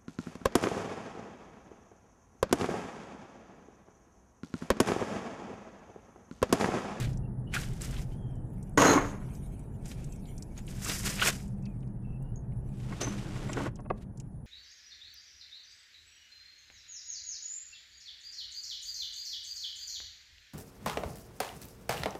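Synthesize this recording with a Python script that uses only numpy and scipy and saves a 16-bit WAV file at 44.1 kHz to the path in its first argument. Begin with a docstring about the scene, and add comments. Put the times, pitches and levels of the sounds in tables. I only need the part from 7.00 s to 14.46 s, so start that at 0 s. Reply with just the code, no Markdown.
"""Scuffs and a dropped wrench in a metal shed

Boots scuff on gritty concrete: clumped random grains, coloured as crunch and grit, with short sole yelps.
A wrench drops on a plywood bench, small parts tick, clink and slide there, and a jug bumps a motor:
blows ring tuned modes, drags are friction grains, ticks are noise puffs, clinks are beating partials.
The shed adds a dull echo. A flickering treble hiss, bird whistles, insect bands and a traffic drone lie
behind. A fast limiter ducks the loud blows."""
import sys
import numpy as np
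from scipy import signal
from scipy.fft import rfft, irfft
from scipy.io import wavfile
from scipy.ndimage import uniform_filter1d

SR = 44100
rng = np.random.default_rng(int(sys.argv[2]) if len(sys.argv) > 2 else 0)


def unload_wav(signal):
    """Save mono or channel-first audio to the path in sys.argv[1] as 16-bit WAV at rate SR, clipped to [-1, 1]."""
    wavfile.write(
        sys.argv[1],
        SR,
        np.round(np.clip(np.atleast_2d(signal).T, -1, 1) * 32767).astype(np.int16),
    )


N = 328986  # length in samples


def amp(db):
    """Decibels to gain."""
    return 10 ** (np.asarray(db) / 20)


def rms_one(x):
    """Scale to unit rms."""
    return x / np.sqrt(np.mean(x ** 2) + 1e-20)


def drift(rate_hz):
    """Slow random wander of unit rms: noise smoothed by a double pole, at a fortieth of the sample rate."""
    pole = np.exp(-80 * np.pi * rate_hz / SR)
    white = rng.standard_normal(N // 40 + 2002)
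    slow = signal.lfilter([1], [1, -2 * pole, pole * pole], white)
    slow = rms_one(slow[2000:])  # skip the filter's start
    return np.interp(np.arange(N) / 40, np.arange(len(slow)), slow)


def colour(x, spectrum):
    """Filter a signal by a table of frequency and relative level; unit rms."""
    hz, db = np.transpose(spectrum)
    grid_hz = np.maximum(np.fft.rfftfreq(N, 1 / SR), 1)
    gain = amp(np.interp(np.log(grid_hz), np.log(hz), db))
    return rms_one(irfft(rfft(x) * gain, N))


def narrow(hz, width_hz):
    """Noise passed twice through one resonance of this width; unit rms."""
    radius = np.exp(-np.pi * width_hz / SR)
    poles = [1, -2 * radius * np.cos(2 * np.pi * hz / SR), radius * radius]
    once = signal.lfilter([1, 0, -1], poles, rng.standard_normal(N))
    return rms_one(signal.lfilter([1, 0, -1], poles, once))


def ring(clicks, hz, t60_s):
    """A damped resonator: a unit click sets a sine of starting height 1 ringing."""
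    radius = amp(-60 / (max(t60_s, .003) * SR))
    turn = 2 * np.pi * hz / SR
    poles = [1, -2 * radius * np.cos(turn), radius * radius]
    return signal.lfilter([0, np.sin(turn)], poles, clicks + 1e-18)


def strike(events, modes, spread_db, level_db, contact_s):
    """Each blow, a short chatter, rings every mode by a random share; a contact cut-off dulls its top."""
    t = np.arange(SR // 25) / SR
    out = np.zeros(N)
    luck = rng.normal(0, 1, (len(events), len(modes)))
    chatters = rng.standard_normal((len(events), len(t))) * np.exp(-t / contact_s)
    for k, (hz, mode_db, t60_s) in enumerate(modes):
        force = np.zeros(N)
        for (start_s, blow_db, *cut_hz), chatter, z in zip(events, chatters, luck[:, k]):
            softness = 1 / (1 + (hz / cut_hz[0]) ** 2) if cut_hz else 1
            near_mode = ring(chatter, hz, 11.4 / hz)  # keep the chatter close to the mode's pitch
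            ring_peak = abs(ring(near_mode, hz, t60_s)).max()
            gain = softness * amp(blow_db + mode_db + level_db + spread_db * z)
            force[int(start_s * SR):][:len(t)] += gain * near_mode / ring_peak
        out += ring(force, hz, t60_s)
    return out


def puffs(events, octaves, decay_s):
    """Each event is a dying puff of noise in a band around its centre, scaled to its peak level."""
    out = np.zeros(N + SR)
    t = np.arange(SR // 10) / SR
    half_band = max(octaves, .1) * np.array([-.5, .5])
    for (start_s, peak_db, centre_hz), white in zip(events, rng.standard_normal((len(events), len(t)))):
        edges_hz = np.clip(centre_hz * 2 ** half_band, [300, 400], [14000, 18000])
        band = signal.butter(2, edges_hz, "band", fs=SR, output="sos")
        puff = signal.sosfilt(band, white * np.exp(-t / decay_s))
        out[int(start_s * SR):][:len(t)] += amp(peak_db) * puff / abs(puff).max()
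    return out[:N]


def grains(per_s, spread_db, clump_db):
    """Random contacts of uneven size and either sign, whose size swells and sinks in clumps."""
    born = rng.random(N) < per_s / SR
    sizes = amp(spread_db * np.minimum(rng.exponential(1, N), 5) + clump_db * drift(37))
    return born * sizes * rng.choice([-1, 1], N)


def friction(gains, low_colour, high_colour, clump_db):
    """Dense contacts sound in a body and, from a denser set, in a treble."""
    body_gain, treble_gain = gains
    body = colour(grains(5000, 2.2, clump_db), low_colour)
    treble = colour(grains(9000, 3.22, clump_db), high_colour)
    return body_gain * body + treble_gain * treble


def stroke(rows):
    """Gains of body and treble along one stroke, silent outside it."""
    t = np.arange(N) / SR
    time_s, body_db, treble_share_db = np.transpose(rows)
    inside = (t >= time_s[0]) & (t <= time_s[-1])
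    body = amp(np.interp(t, time_s, body_db)) * inside
    return body, body * amp(np.interp(t, time_s, treble_share_db))


def scuff_gains():
    """Each scuff swells to its peak and dies away; the powers of overlapping scuffs add."""
    # boots on grit: peak_s, crunch_db, rise_s, fall_s, treble_share_db (treble against crunch)
    scuff_rows = [(.02, -42, 0.33, 0.091, -3), (.55, -33.5, 0.0227, 0.063, -4), (.6, -47, .02, 0.19, -1.3),
                  (.812, -47, 0.012, 0.17, 2), (.986, -50, 0.28, 0.072, -6.5),
                  (1.025, -60.5, .08, .022, 7.5), (1.13, -68, 0.092, 0.065, 0),
                  (2.864, -57, 0.033, .1, 3.5), (2.916, -53, 0.047, 0.048, 0.5),
                  (3.0, -61, 0.12, 0.15, -2.5), (3.584, -50, 0.031, 0.024, -2.5),
                  (3.686, -55.5, 0.0097, 0.19, 0), (3.9, -37, 0.11, 0.13, 1.5), (3.99, -48, 0.23, .2, 8),
                  (4.06, -35.5, .035, 0.15, 2.5), (4.23, -30.5, 0.067, 0.095, -7),
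                  (4.285, -27, 0.08, 0.039, -2), (4.33, -50, .02, .13, 4), (6.98, -64.5, .02, 0.018, -3),
                  (7.024, -58.5, 0.024, 0.018, -5)]
    span_db = 20  # rise and fall are the times to cover this much
    t, body, treble = np.arange(N) / SR, np.zeros(N), np.zeros(N)
    for peak_s, crunch_db, rise_s, fall_s, treble_share_db in scuff_rows:
        first = max(int((peak_s - 4 * rise_s) * SR), 0)
        near = slice(first, int((peak_s + 4 * fall_s) * SR))
        distance = np.maximum((peak_s - t[near]) / rise_s, (t[near] - peak_s) / fall_s)
        power = amp(crunch_db - span_db * distance) ** 2
        body[near] += power
        treble[near] += power * amp(treble_share_db) ** 2
    return np.sqrt(body), np.sqrt(treble)


def boots():
    """Soles grind grit on concrete as clumped grains; the rubber yelps in short pitched puffs."""
    # body of the scuffs: frequency_hz, relative_db per Hz
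    crunch_colour = [(180, -42), (300, -4), (385, -4), (620, -5), (880, -8), (1480, -2.5), (1950, -2),
                     (2930, -4), (3840, -6.5), (4500, -8), (5850, -43.5), (9900, -120)]
    # treble of the scuffs: frequency_hz, relative_db per Hz
    grit_colour = [(2060, -33.5), (3500, -17.5), (4240, -12.5), (4840, 0), (7460, -1), (15000, -13),
                   (16000, -32.5)]
    # rubber sole yelps: start_s, peak_db, centre_hz
    yelp_rows = [(.541, -34, 2340), (0.563, -25, 1490), (3.861, -35, 1197), (4.216, -21, 2940),
                 (4.222, -17.5, 1434), (4.227, -23.5, 2850), (4.259, -23.5, 1400), (4.272, -23, 2310)]
    scuffing = friction(scuff_gains(), crunch_colour, grit_colour, clump_db=2.0)
    return scuffing + puffs(yelp_rows, octaves=0.27, decay_s=0.0073)


def bench_friction():
    """The wrench rattles out its fall and parts drag on plywood: grains in a board body and a treble."""
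    # the wrench's fall: time_s, board_db, treble_share_db (treble against board)
    fall_rows = [(1.772, -56, -1), (1.776, -19.5, -8.5), (1.864, -12, -13.5), (1.944, -22.5, -12.5),
                 (2.01, -31, -17.5), (2.088, -41.5, -12.5), (2.4, -70.5, -35)]
    # board under the fall: frequency_hz, relative_db per Hz
    board_colour = [(53, -40.5), (90, -13.5), (119, -3), (236, -10), (284, -1.5), (341, -7.5), (404, -4),
                    (723, -11), (1010, -9), (1480, -13.5), (1760, -16.5), (2310, -21.5), (3500, -37.5),
                    (4550, -61.5), (7700, -120)]
    # treble of the fall: frequency_hz, relative_db per Hz
    jangle_colour = [(1650, -32), (2800, -6), (4840, -12), (6110, -7), (6250, -4.5), (6670, 0.5),
                     (7720, -15.5), (13700, -23), (16000, -34.5)]
    # parts dragged over the bench: time_s, board_db, treble_share_db (treble against board)
    slide_rows = [(5.68, -84, 0.5), (5.8, -65.5, 4), (5.93, -45.5, -10.5), (5.976, -51, -2.5),
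                  (6.002, -47, -5), (6.014, -34, -1), (6.066, -42.5, -6), (6.19, -48.5, -3.5),
                  (6.56, -44.5, -9), (6.57, -32, -16), (6.63, -40, -9.5), (6.678, -37, -15),
                  (6.72, -77, -22)]
    # board under the dragging: frequency_hz, relative_db per Hz
    drag_colour = [(150, -22), (250, -2), (302, 2.5), (480, -7.5), (871, -12.5), (962, -14), (1460, -13.5),
                   (1580, -16), (3500, -29.5), (4550, -52), (7700, -120)]
    # treble of the dragging: frequency_hz, relative_db per Hz
    sheen_colour = [(1650, -5.5), (2800, -2.5), (4470, -8), (5440, -8), (7550, -10), (11700, -21.5),
                    (16000, -34)]
    fall = friction(stroke(fall_rows), board_colour, jangle_colour, clump_db=1.5)
    slide = friction(stroke(slide_rows), drag_colour, sheen_colour, clump_db=1.5)
    return fall + slide


def bench_knocks():
    """Blows on plywood ring its damped modes; a softer contact excites less of the top."""
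    # knocks on the bench: start_s, relative_db, contact_cut_hz (higher is harder)
    knock_rows = [(1.7755, -6, 3000), (1.80, -14, 2500), (1.819, -0.5, 2500), (1.849, -7, 2000),
                  (1.88, -4.5, 1500), (1.951, -2.5, 450), (1.973, -7, 1520), (2.028, -13, 463),
                  (5.921, -31.5, 3020), (6.013, -52, 4000), (6.033, -45, 3000), (6.069, -22, 900),
                  (6.359, -30.5, 1500), (6.492, -24.5, 2000), (6.569, -20.5, 1490), (6.599, -20, 1200),
                  (6.659, -20, 920)]
    # modes of the bench: frequency_hz, relative_db, t60_s
    bench_modes = [(286.8, -3, 0.15), (386.5, -12, 0.16), (626, -6.5, 0.042), (896, -3, .05),
                   (1070, -13.5, 0.077), (1095, 0.5, 0.048), (1298, -10.5, 0.13), (1450, -4, .07),
                   (1468, -7, 0.033), (1935, -1, 0.062), (2150, 0, 0.044)]
    return strike(knock_rows, bench_modes, spread_db=2.5, level_db=-13, contact_s=0.002)


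def wrench():
    """Steel bounces ring a close cluster of bright modes; the ringing level flutters at random."""
    # bounces of the wrench: start_s, relative_db
    bounce_rows = [(1.7759, -14.5), (1.7948, -21), (1.8194, -22), (1.8494, -17), (1.8682, -16)]
    # modes of the wrench: frequency_hz, relative_db, t60_s
    wrench_modes = [(4124, -10, .25), (5927, -12, .45), (6330, -10, .25), (6400, -6, .3), (6442, -2, .36),
                    (6476, 0, .4), (6520, -3, .33), (6590, -6, .3), (6680, -10, .25), (10140, -18, .25),
                    (13320, -24, .2)]
    flutter = amp(4.0 * drift(35))
    return flutter * strike(bounce_rows, wrench_modes, spread_db=3.0, level_db=-16, contact_s=.003)


def jug():
    """The jug bumps the motor: a set of short, low modes is struck."""
    # bumps of the jug: start_s, relative_db
    bump_rows = [(6.789, -37), (6.797, -40.5), (6.848, -45), (6.858, -38.5), (6.9015, -18), (6.9045, -20.5),
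                 (6.922, -47)]
    # modes of the jug: frequency_hz, relative_db, t60_s
    jug_modes = [(290, -4, .03), (400, -7, .025), (600, 0, .022), (760, -2, .02), (920, -2, .018),
                 (1100, -3, .018), (1350, -8, .014), (1650, -12, .012), (2000, -14, .01), (2600, -17, .01)]
    return strike(bump_rows, jug_modes, spread_db=1.5, level_db=-8, contact_s=.003)


def gritty_ticks():
    """Tiny hard contacts, each a very short puff of banded noise."""
    # ticks: start_s, peak_db, centre_hz
    tick_rows = [(0.131, -46, 5700), (0.173, -44, 6800), (0.5387, -21, 2200), (0.563, -32, 2240),
                 (0.7337, -45.5, 7740), (0.7766, -47, 6190), (0.818, -27.5, 8400), (0.8455, -40, 7000),
                 (0.966, -37.5, 3370), (1.12, -57, 3200), (1.355, -59, 7500), (1.502, -61, 9500),
                 (1.6277, -44.5, 7670), (1.694, -53, 10100), (1.7786, -27, 6360), (2.289, -55, 2900),
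                 (2.3511, -45.5, 5940), (2.5935, -49.5, 8300), (2.856, -40, 7250), (2.88, -43.5, 8400),
                 (2.9163, -41, 3230), (3.043, -42, 7000), (3.123, -42.5, 6840), (3.16, -49, 7500),
                 (3.255, -53, 3760), (3.38, -39.5, 6560), (3.4235, -37, 6570), (3.667, -42.5, 8500),
                 (3.678, -42.5, 2720), (3.8475, -26.5, 6840), (3.897, -23, 4600), (4.1954, -25, 2370),
                 (4.479, -49.5, 7650), (4.625, -54.5, 6500), (4.655, -47, 5000), (4.662, -50, 2470),
                 (4.805, -64, 5000), (4.829, -59, 2240), (4.875, -61, 5200), (5.224, -53.5, 9700),
                 (5.521, -59.5, 2460), (6.0167, -29, 5500), (6.374, -43, 5500), (6.531, -29.5, 6100),
                 (6.532, -34, 2500), (6.757, -46, 6460), (6.765, -58, 3000), (6.9008, -41, 2650),
                 (6.803, -58, 6500), (7.1736, -50, 6360), (7.2, -37.5, 6660), (7.201, -50, 2800)]
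    return puffs(tick_rows, octaves=0.63, decay_s=0.0046)


def clinks():
    """Close partials beat as a small metal part rings out, the weaker ones dying sooner; the level wavers."""
    # clinking parts: start_s, relative_db, pitch_hz, base_t60_s (each partial scales it by its strength)
    clink_rows = [(3.578, -45.5, 6590, 0.05), (5.359, -56, 6480, 0.14), (6.0125, -36, 6075, 0.16),
                  (6.033, -40, 6050, 0.34), (6.492, -53, 7400, 0.19)]
    # pitch ratio, strength
    partials = [(.98, 0.12), (1, 0.85), (1.009, 0.93), (1.024, .5), (1.058, 0.59)]
    out, t = np.zeros(N + SR), np.arange(SR // 2) / SR
    onset = np.minimum(t / 0.00046, 1)
    for start_s, relative_db, pitch_hz, base_t60_s in clink_rows:
        tone = np.zeros(len(t))
        for ratio, strength in partials:
            decay = amp(-60 * t / (base_t60_s * strength))
            tone += strength * np.sin(2 * np.pi * pitch_hz * ratio * t) * decay
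        out[int(start_s * SR):][:len(t)] += amp(relative_db) * onset * tone
    return amp(3.5 * drift(60)) * out[:N]


def shed(x):
    """Metal roof and walls return a diffuse, dull echo: decaying low-passed noise after an 8 ms gap."""
    t60_s, echo_db, cut_hz = 0.33, -29, 3500
    t = np.arange(SR) / SR
    tail = rng.standard_normal(SR) * amp(-60 * t / t60_s) * (t > .008)
    tail = signal.sosfilt(signal.butter(1, cut_hz, fs=SR, output="sos"), tail)
    tail = tail / np.sqrt(np.sum(tail ** 2))
    return amp(echo_db) * signal.fftconvolve(x, tail)[:N]


def treble_flicker():
    """A faint treble hiss whose narrow bands flicker, partly together."""
    # course of the hiss: time_s, level_db
    hiss_levels = [(0, -91), (.45, -83), (1.6, -75.5), (2.1, -66), (2.4, -63.5), (2.7, -74), (3.1, -65.5),
                   (3.4, -69), (4.45, -74), (5.0, -82), (5.5, -83.5), (5.75, -72), (6.999, -86),
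                   (7.46, -84.5)]
    # tint of the bands: frequency_hz, relative_db
    hiss_tint = [(2200, 4), (3000, -1.5), (4300, -8.5), (6500, 1), (10000, 4.5), (14500, -5)]
    time_s, level_db = np.transpose(hiss_levels)
    tint_hz, tint_db = np.transpose(hiss_tint)
    together_db = 2.2 * drift(14)
    bands = np.zeros(N)
    for hz in np.geomspace(2200, 14500, 22):
        flicker_db = together_db + 5.0 * drift(14)
        bands += amp(np.interp(hz, tint_hz, tint_db) + flicker_db) * narrow(hz, 150 + hz / 30)
    return amp(np.interp(np.arange(N) / SR, time_s, level_db)) * rms_one(bands)


def bird():
    """Gliding near-sines with soft ends; pitch jitter makes them husky, level jitter broken."""
    # whistles: start_s, length_s, first_pitch_hz, last_pitch_hz, level_db (before the level jitter)
    whistle_rows = [(0.23, 0.049, 2720, 2780, -68.5), (.465, 0.065, 2950, 2950, -65),
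                    (1.107, .065, 3010, 3150, -70), (1.162, 0.27, 3300, 3030, -71.5),
                    (4.627, 0.11, 2620, 2400, -68.5), (5.028, 0.17, 2670, 2630, -67),
                    (5.197, 0.15, 2740, 2910, -76)]
    edge_share = 0.14  # of the length, for each fade
    t, hz, gain = np.arange(N) / SR, np.zeros(N), np.zeros(N)
    for start_s, length_s, first_hz, last_hz, level_db in whistle_rows:
        along = (t - start_s) / length_s
        on = (along > 0) & (along < 1)
        hz[on] = first_hz + (last_hz - first_hz) * along[on]
        to_edge = np.minimum(along, 1 - along)[on]
        gain[on] = amp(level_db) * np.minimum(to_edge / edge_share, 1)
    husky_hz = hz * (1 + .022 * drift(300))
    tone = np.sin(2 * np.pi * np.cumsum(husky_hz) / SR)
    return gain * amp(4.1 * drift(40)) * tone


def background():
    """Far traffic drones as coloured noise and excites shed hums; insects shrill in narrow bands over hiss."""
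    # traffic drone: time_s, broad_db, low_hum_db, high_hum_db
    drone_levels = [(0.0, -33.5, -33, -48), (0.33, -39, -40.5, -48), (0.6, -38, -39.5, -60),
                    (0.9, -38.5, -40.5, -54), (1.25, -38.5, -41.5, -54), (1.7, -39.5, -50, -48),
                    (2.2, -39, -48.5, -50), (2.6, -39.5, -49.5, -54), (3.3, -40.5, -57, -54.5),
                    (3.75, -40.5, -42, -50), (4.1, -39.5, -49.5, -44), (4.75, -41.5, -36.5, -43.5),
                    (5.0, -41.5, -45.5, -45.5), (5.2, -40, -40.5, -49.5), (5.65, -41, -39, -53.5),
                    (6.05, -42, -42, -42.5), (6.69, -43, -39, -49.5), (6.94, -43, -50, -44),
                    (7.46, -44.5, -46, -59.5)]
    # tone of the drone: frequency_hz, relative_db per Hz
    drone_colour = [(12, -37), (20, -1.5), (59, -4.5), (82, -11), (129, -5), (204, -14), (234, -14.5),
                    (323, -21.5), (414, -24), (501, -29), (887, -33), (1070, -42.5), (1900, -48.5),
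                    (2470, -78.5), (4180, -120)]
    # shed resonances, low then high: frequency_hz, width_hz (of each of two passes)
    hum_bands = [(125, 33), (197, 18.7)]
    # insect bands: frequency_hz, width_hz (of each of two passes), level_db (before the flutter)
    insect_bands = [(9360, 210, -85.5), (10500, 100, -81.5)]
    time_s, *levels = np.transpose(drone_levels)
    broad_db, *hum_db = [np.interp(np.arange(N) / SR, time_s, db) for db in levels]
    out = amp(broad_db) * colour(rng.standard_normal(N), drone_colour)
    for (hz, width_hz), level_db in zip(hum_bands, hum_db):
        out = out + amp(level_db) * narrow(hz, width_hz)
    for hz, width_hz, level_db in insect_bands:
        out = out + amp(level_db + 3.5 * drift(12)) * narrow(hz, width_hz)
    air_db = -93.5
    return out + amp(air_db) * rng.standard_normal(N)


def scene():
    """Near contacts with their echo over the treble hiss, the bird and the background."""
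    near = boots() + bench_friction() + bench_knocks() + wrench()
    near = near + jug() + gritty_ticks() + clinks()
    return (near + shed(near) + treble_flicker() + bird() + background())[None]


def record(dry):
    """A fast limiter ducks what passes a ceiling and lets go steadily; then the top is cut."""
    limit_db, release_db_per_s, stop_hz = -8.8, 66, 16200
    over_db = np.maximum(20 * np.log10(abs(dry) + 1e-9) - limit_db, 0)
    release_db = release_db_per_s * np.arange(N) / SR
    held_db = np.maximum.accumulate(over_db + release_db, axis=1) - release_db
    # averaging over the next 1 ms lets the duck begin ahead of a blow
    duck = amp(-uniform_filter1d(held_db, size=45, origin=-22))
    top_cut = signal.cheby2(12, 70, stop_hz, fs=SR, output="sos")
    return signal.sosfilt(top_cut, duck * dry)


dry = scene()
out = record(dry)
unload_wav(out)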